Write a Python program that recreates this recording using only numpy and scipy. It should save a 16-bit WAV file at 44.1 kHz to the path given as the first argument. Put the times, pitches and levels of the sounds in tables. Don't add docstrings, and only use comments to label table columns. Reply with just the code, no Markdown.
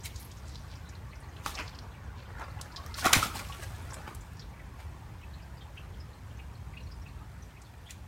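import sys
import numpy as np
from scipy import signal
from scipy.fft import rfft, irfft
from scipy.io import wavfile
from scipy.ndimage import uniform_filter1d

SR = 44100
rng = np.random.default_rng(int(sys.argv[2]) if len(sys.argv) > 2 else 0)


def dump_mix(stems):
    frames = np.atleast_2d(stems).T
    limited = np.clip(frames, -1, 1)
    pcm = np.round(limited * 32767).astype(np.int16)
    wavfile.write(sys.argv[1], SR, pcm)


N = 356107
TIME = np.arange(N) / SR

# (frequency [Hz], relative level [dB])
RUMBLE_SPECTRUM = [(12, -71), (20, -31), (27, -49), (35, -26), (45, -7.5), (70, -1.5), (88, -4), (125, -10),
                   (189, -18.5), (239, -24.5), (400, -37.5), (520, -53), (880, -120)]
# (time [s], level [dB])
RUMBLE_LEVEL = [(0, -44.5), (.7, -43.5), (1.05, -45.5), (2.3, -45), (3.3, -42.5), (4.6, -45), (7.1, -43.5),
                (7.75, -49.5), (8.07, -46)]
# (frequency [Hz], relative level [dB])
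AIR_SPECTRUM = [(100, -4.5), (250, 2), (400, 2), (620, -1), (950, 2.5), (1300, -4.5), (1700, -3.5),
                (2600, -10.5), (4000, -16.5), (7000, -20), (9200, -24.5), (10400, -30), (12000, -24),
                (16000, -27.5)]
# (time [s], level [dB])
AIR_LEVEL = [(0, -56), (5.5, -56.5), (8.07, -59)]
# (time [s], level [dB])
SHUFFLE_LEVEL = [(0, -66.5), (1.3, -57), (2.05, -56.5), (2.9, -51), (3.7, -56.5), (3.95, -47),
                 (4.17, -61.5), (5.2, -63.5)]
# (time [s], level [dB])
PREEN_LEVEL = [(.3, -62.5), (1.25, -69.5), (1.549, -60.5), (2.05, -74.5), (2.7, -64.5), (3.4, -52),
               (4.5, -68.5), (8.07, -67)]
# (peak time [s], fall [s], swish of air [dB], rustle of feathers [dB])
STROKES = [(0.058, 0.012, -68, -36), (1.475, 0.05, -47, -41.5), (1.591, 0.042, -38, -64),
           (2.405, 0.064, -40, -73), (2.987, 0.046, -42.5, -39.5), (3.058, 0.028, -23.5, -28),
           (3.154, 0.035, -26, -25.5), (3.233, 0.036, -33, -34), (3.359, 0.04, -41, -41.5),
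           (3.395, 0.018, -38.5, -42.5), (3.508, 0.091, -50, -57.5), (3.632, 0.019, -41.5, -44.5),
           (3.9, 0.058, -63, -64), (4.083, 0.026, -40.5, -55.5), (4.8, .04, -53, -58.5),
           (7.908, 0.013, -65, -45.5)]
# (frequency [Hz], relative level [dB])
SWISH_SPECTRUM = [(60, -35.5), (150, -5), (330, -8), (520, -9), (750, -5), (1150, -4.5), (1700, -8),
                  (2400, -16.5), (3200, -24.5), (6000, -29.5), (16000, -47)]
# (frequency [Hz], relative level [dB])
RUSTLE_SPECTRUM = [(300, -52), (1500, -4), (2450, 5.5), (2850, 2), (3500, 2), (5000, -0.5), (7000, -1.5),
                   (9000, -2), (10400, -6.5), (11800, -4.5), (16000, -12)]
# (time [s], level [dB], centre [Hz], decay [s], width as ratio of band edge to centre [1])
TICKS = [(.159, -40.5, 5500, 0.0061, 1.35), (.314, -48, 6070, 0.0079, 1.28),
         (.555, -41.5, 4160, .0048, 1.27), (0.889, -50.5, 6260, .009, 1.27),
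         (.951, -53.5, 4180, 0.012, 1.1), (1.7875, -40, 4200, 0.0046, 1.3),
         (2.612, -36, 6250, 0.0062, 1.58), (2.761, -37, 4200, 0.011, 1.23),
         (2.8628, -39.5, 4000, 0.0024, 3.6), (2.941, -31, 4500, 0.0043, 1.2), (3.488, -44, 4400, 0.0025, 1),
         (3.941, -41, 4000, 0.0053, 2.3), (4.147, -42.5, 8200, .0065, 1.4), (4.332, -54, 10000, .003, 1.4),
         (7.617, -47.5, 6500, 0.0054, 1.37), (7.906, -38.5, 7050, 0.0042, 1.22)]
# (time [s], level [dB], pitch [Hz])
CHIRPS = [(.735, -59, 3000), (1.134, -52, 2150), (2.593, -55, 2800), (4.602, -54, 2050),
          (5.237, -54.5, 2410), (5.343, -57, 3980), (5.617, -53, 3390), (5.779, -48, 2720),
          (6.008, -58, 5150), (6.398, -53, 2650), (6.74, -55, 2270), (6.776, -48, 2670),
          (6.92, -54.5, 4980), (7.069, -52.5, 2570), (7.43, -59, 6000), (7.574, -58, 2440),
          (7.875, -55, 3380), (7.898, -54, 2260)]
# (peak time [s], level [dB], centre [Hz], fall [s])
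SLIDES = [(.19, -53, 4700, 0.046), (.208, -48, 11200, .018), (0.482, -47.5, 6100, 0.0096),
          (.52, -56.5, 4500, 0.1), (.72, -59.5, 4230, 0.034), (1.552, -38, 4800, 0.0077),
          (1.587, -36, 2490, 0.022), (1.594, -42, 4160, 0.017), (1.679, -48.5, 4150, 0.018),
          (2.19, -56, 3730, .025), (2.41, -46, 1520, 0.015), (3.0, -43, 4950, 0.029),
          (3.064, -31, 1590, 0.015), (3.15, -26, 1690, 0.011), (4.079, -43.5, 1250, 0.013)]
# (time [s], level of first quill [dB], quills that meet [count], brightness [0-1])
CLAPS = [(1.4617, -16.5, 2, 0.28), (1.4938, -34, 2, 0.3), (1.588, -26.5, 2, 0), (2.397, -34, 2, 0.16),
         (2.984, -32, 2, 0.35), (3.0444, -22, 2, 0.7), (3.065, -13, 2, 0.67), (3.1297, -8.5, 3, 0.7),
         (3.1324, -4.5, 3, 1), (3.166, -30, 2, 0.8)]
# (time [s], level [dB], frequency [Hz])
PUFFS = [(3.063, -16.5, 290), (3.1657, -18, 216), (3.171, -21, 84), (3.185, -25.5, 130)]
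# (peak time [s], level [dB], pitch [Hz], half length [s])
WHISTLES = [(3.072, -21.5, 1150, 0.0033), (3.108, -31, 956, 0.0034), (3.145, -24.5, 2420, 0.0073),
            (3.231, -20, 1264, 0.0037), (3.302, -36.5, 1280, 0.0033)]
# (delay [s], relative gain [1])
ECHOES = [(.0035, 0.46), (0.011, .16), (.0205, .17), (.0305, .11)]
# (frequency [Hz], time to fall 60 dB [s])
PATIO_DECAY = [(100, 0.34), (1100, 0.42), (4000, 0.37), (9000, 0.21), (16000, 0.51)]

LUMP_DB, LUMPS_PER_S = 1.0, 9
RISE_S, RISE_PER_FALL = 0.0053, 0.28
BUFFET_DB = -21.5
SHIVER_LAG_S, SHIVER_RISE_S, SHIVER_FALL_S = 0.003, 0.00064, 0.0055
SHIVER_SWISH_DB, SHIVER_RUSTLE_DB = -15.5, -17
WALK_END_S, STEPS_PER_S, STEP_DECAY_S = 4.5, 7, 0.013
STEP_OVER_PREEN_DB, STEP_SPREAD_DB = 11, 3.5
STEP_HZ, STEP_OCTAVES, STEP_WIDTH = 5800, 0.59, 1.13
FLOCK_DB, FLOCK_SPREAD_DB, FLOCK_DB_PER_OCTAVE = -60.5, 0.2, -3
FLOCK_LOW_HZ, FLOCK_OCTAVES = 2133, 1.706
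SLIDE_RISE_SHARE = 0.72
EDGE_HZ = 15950


def amp(db):
    return 10 ** (np.asarray(db) / 20)


def unit(x):
    return x / np.sqrt(np.mean(x ** 2) + 1e-20)


def read(points, hz):
    f, value = np.transpose(points)
    return np.interp(np.log(hz + 1), np.log(f + 1), value)


def level(curve):
    return amp(np.interp(TIME, *np.transpose(curve)))


def add(mix, s, sound):
    part = mix[max(round(s * SR), 0):][:len(sound)]
    part += sound[:len(part)]


def colour(x, spectrum, size=4096):
    log_gain = np.log(amp(read(spectrum, abs(np.fft.fftfreq(size, 1 / SR)))))
    response = np.exp(np.conj(signal.hilbert(log_gain)))
    taps = np.fft.ifft(response).real[:size // 2]
    return signal.oaconvolve(x, taps / np.linalg.norm(taps))[:len(x)]


def band(x, lo_hz, hi_hz, order=2):
    edges = [lo_hz, min(hi_hz, SR / 2.1)]
    sos = signal.butter(order, edges, "band", fs=SR, output="sos")
    return signal.sosfilt(sos, x)


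def drift(per_s):
    knots = np.arange(0, N / SR + 1, 1 / per_s)
    return np.interp(TIME, knots, rng.standard_normal(len(knots)))


def grainy(grain_db, per_s):
    return unit(rng.standard_normal(N) * amp(grain_db * drift(per_s)))


def patchy(x, depth_db, size):
    z = signal.stft(x, SR, nperseg=size)[2]
    chance = rng.standard_normal(z.shape)
    smooth_hz = uniform_filter1d(chance, 3, 0)
    patches = unit(uniform_filter1d(smooth_hz, 3, 1))
    return unit(signal.istft(z * amp(depth_db * patches), SR, nperseg=size)[1][:N])


def swell(s, rise, fall):
    near = slice(max(int((s - .3) * SR), 0), int((s + .5) * SR))
    t = TIME[near] - s
    return near, np.exp(-np.maximum(-t / rise, t / fall))


def background():
    hz = np.fft.rfftfreq(N, 1 / SR)
    rumble = unit(irfft(rfft(rng.standard_normal(N)) * amp(read(RUMBLE_SPECTRUM, hz)), N))
    lumps = amp(LUMP_DB * drift(LUMPS_PER_S))
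    air = colour(patchy(grainy(0.1, 25), depth_db=2.4, size=1024), AIR_SPECTRUM)
    return rumble * level(RUMBLE_LEVEL) * lumps + air * level(AIR_LEVEL)


def wings(draught_lo_hz=50, draught_hi_hz=170):
    swish_power, rustle_power = level(SHUFFLE_LEVEL) ** 2, level(PREEN_LEVEL) ** 2
    beats = [(s, RISE_S + RISE_PER_FALL * fall, fall, swish_db, rustle_db)
             for s, fall, swish_db, rustle_db in STROKES]
    shivers = []
    for s, db, _, bright in CLAPS:
        rustle_db = db + SHIVER_RUSTLE_DB + 10 * np.log10(max(bright, .01))
        shivers.append((s + SHIVER_LAG_S, SHIVER_RISE_S, SHIVER_FALL_S, db + SHIVER_SWISH_DB, rustle_db))
    for s, rise, fall, swish_db, rustle_db in beats + shivers:
        near, gain = swell(s, rise, fall)
        swish_power[near] += (amp(swish_db) * gain) ** 2
        rustle_power[near] += (amp(rustle_db) * gain) ** 2
    air = patchy(grainy(3.7, 350), depth_db=5.5, size=1024)
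    barbs = patchy(grainy(2.7, 900), depth_db=3.0, size=512)
    low_noise = unit(band(rng.standard_normal(N), draught_lo_hz, draught_hi_hz))
    swish = colour(np.sqrt(swish_power) * air, SWISH_SPECTRUM)
    rustle = colour(np.sqrt(rustle_power) * barbs, RUSTLE_SPECTRUM)
    draught = amp(BUFFET_DB) * np.sqrt(swish_power) * low_noise
    return swish + rustle + draught


def footsteps():
    count, busy = round(STEPS_PER_S * WALK_END_S), np.transpose(PREEN_LEVEL)
    steps = []
    for s in rng.uniform(0, WALK_END_S, count):
        loud, high = rng.standard_normal(2)
        db = np.interp(s, *busy) + STEP_OVER_PREEN_DB + STEP_SPREAD_DB * loud
        steps.append((s, db, STEP_HZ * 2 ** (STEP_OCTAVES * high), STEP_DECAY_S, STEP_WIDTH))
    return steps


def ticks(knock_db=-15, attack_s=0.00053):
    out, t = np.zeros(N), np.arange(3000) / SR
    grit = grainy(2.9, 1500)
    for s, db, hz, decay, width in TICKS + footsteps():
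        noise = grit[int(s * SR):][:len(t)]
        width = max(width, 1.05)
        scratch = unit(band(noise, hz / width, hz * width))
        knock = amp(knock_db) * unit(band(noise, 714, 2800))
        envelope = (1 - np.exp(-t / attack_s)) * np.exp(-t / decay)
        add(out, s, amp(db) * (scratch + knock) * envelope)
    return out


def flock(count=60):
    when, high = rng.random((2, count))
    times = .05 + when * (N / SR - .15)
    octaves = FLOCK_OCTAVES * high
    db = FLOCK_DB + FLOCK_DB_PER_OCTAVE * octaves + FLOCK_SPREAD_DB * rng.standard_normal(count)
    return list(zip(times, db, FLOCK_LOW_HZ * 2 ** octaves))


def chirps(half_s=0.0082, rasp_hz=240):
    out, t = np.zeros(N), np.arange(-.04, .04, 1 / SR)
    rasp = rng.standard_normal(N)
    for s, db, hz in CHIRPS + flock():
        noise = rasp[int(s * SR):][:len(t)]
        buzz = signal.hilbert(band(noise, hz - rasp_hz, hz + rasp_hz))
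        voice = buzz.real / np.sqrt(abs(buzz) + 1e-9)
        add(out, s + t[0], amp(db) * unit(voice) * np.exp(-(t / half_s) ** 2))
    return out


def slides(width=1.266):
    out, grit = np.zeros(N), grainy(4.3, 540)
    for s, db, hz, fall in SLIDES:
        near, gain = swell(s, SLIDE_RISE_SHARE * fall, fall)
        out[near] += amp(db) * gain * unit(band(grit[near], hz / width, hz * width))
    return out


def claps(quill_gap_s=0.00065, slap_hz=1150, slap_decay_s=0.00053, snap_decay_s=0.00063):
    out, t = np.zeros(N), np.arange(600) / SR
    slap = np.sin(2 * np.pi * slap_hz * t) * np.sqrt(t) * np.exp(-t / slap_decay_s)
    slap /= abs(slap).max()
    for s, db, quills, bright in CLAPS:
        bright = np.clip(bright, 0, 1)
        for k, noise in enumerate(rng.standard_normal((round(quills), len(t)))):
            snap = band(noise * np.exp(-t / snap_decay_s), 1200, 9100)
            crack = (1 - bright) * slap + np.sqrt(bright) * snap / abs(snap).max()
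            uneven = 1 + .15 * noise[-1]
            add(out, s + k * quill_gap_s * uneven, amp(db - 2 * k) * crack)
    return out


def puffs(cycles=0.84):
    out, t = np.zeros(N), np.arange(4000) / SR
    for s, db, hz in PUFFS:
        fade = np.exp(-(hz * t / cycles) ** 2)
        add(out, s, -amp(db) * np.sin(2 * np.pi * hz * t) * fade)
    return out


def whistles(glide=-7, waver=0.0544):
    out, t = np.zeros(N), np.arange(-.03, .03, 1 / SR)
    wobble = drift(500)
    for s, db, hz, half in WHISTLES:
        pitch = hz * 2 ** (glide * t) * (1 + waver * wobble[int(s * SR):][:len(t)])
        tone = np.sqrt(2) * np.sin(2 * np.pi * np.cumsum(pitch) / SR)
        add(out, s + t[0], amp(db) * tone * np.exp(-(t / half) ** 2))
    return out


def echoes(x):
    out = np.zeros(N)
    for s, gain in ECHOES:
        add(out, s, gain * x)
    return out


def patio(x, build_s=0.0033):
    hz, t, z = signal.stft(rng.standard_normal(SR), SR, nperseg=256)
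    decay = amp(-60 * t / read(PATIO_DECAY, hz)[:, None])
    z = z * decay * (1 - np.exp(-t / build_s))
    tail = signal.istft(z, SR, nperseg=256)[1]
    return signal.oaconvolve(x, tail / np.linalg.norm(tail))[:N]


def scene():
    near = wings() + ticks() + slides() + claps() + puffs() + whistles()
    far = chirps()
    doves = near + amp(-12.5) * echoes(near) + amp(-10) * patio(near)
    small_birds = far + 1.3 * echoes(far) + .4 * patio(far)
    return (doves + small_birds + background())[None]


def record(dry):
    taps = signal.firwin(511, EDGE_HZ, window=("kaiser", 9), fs=SR)
    return signal.oaconvolve(dry, taps[None], "same")


dry = scene()
out = record(dry)
dump_mix(out)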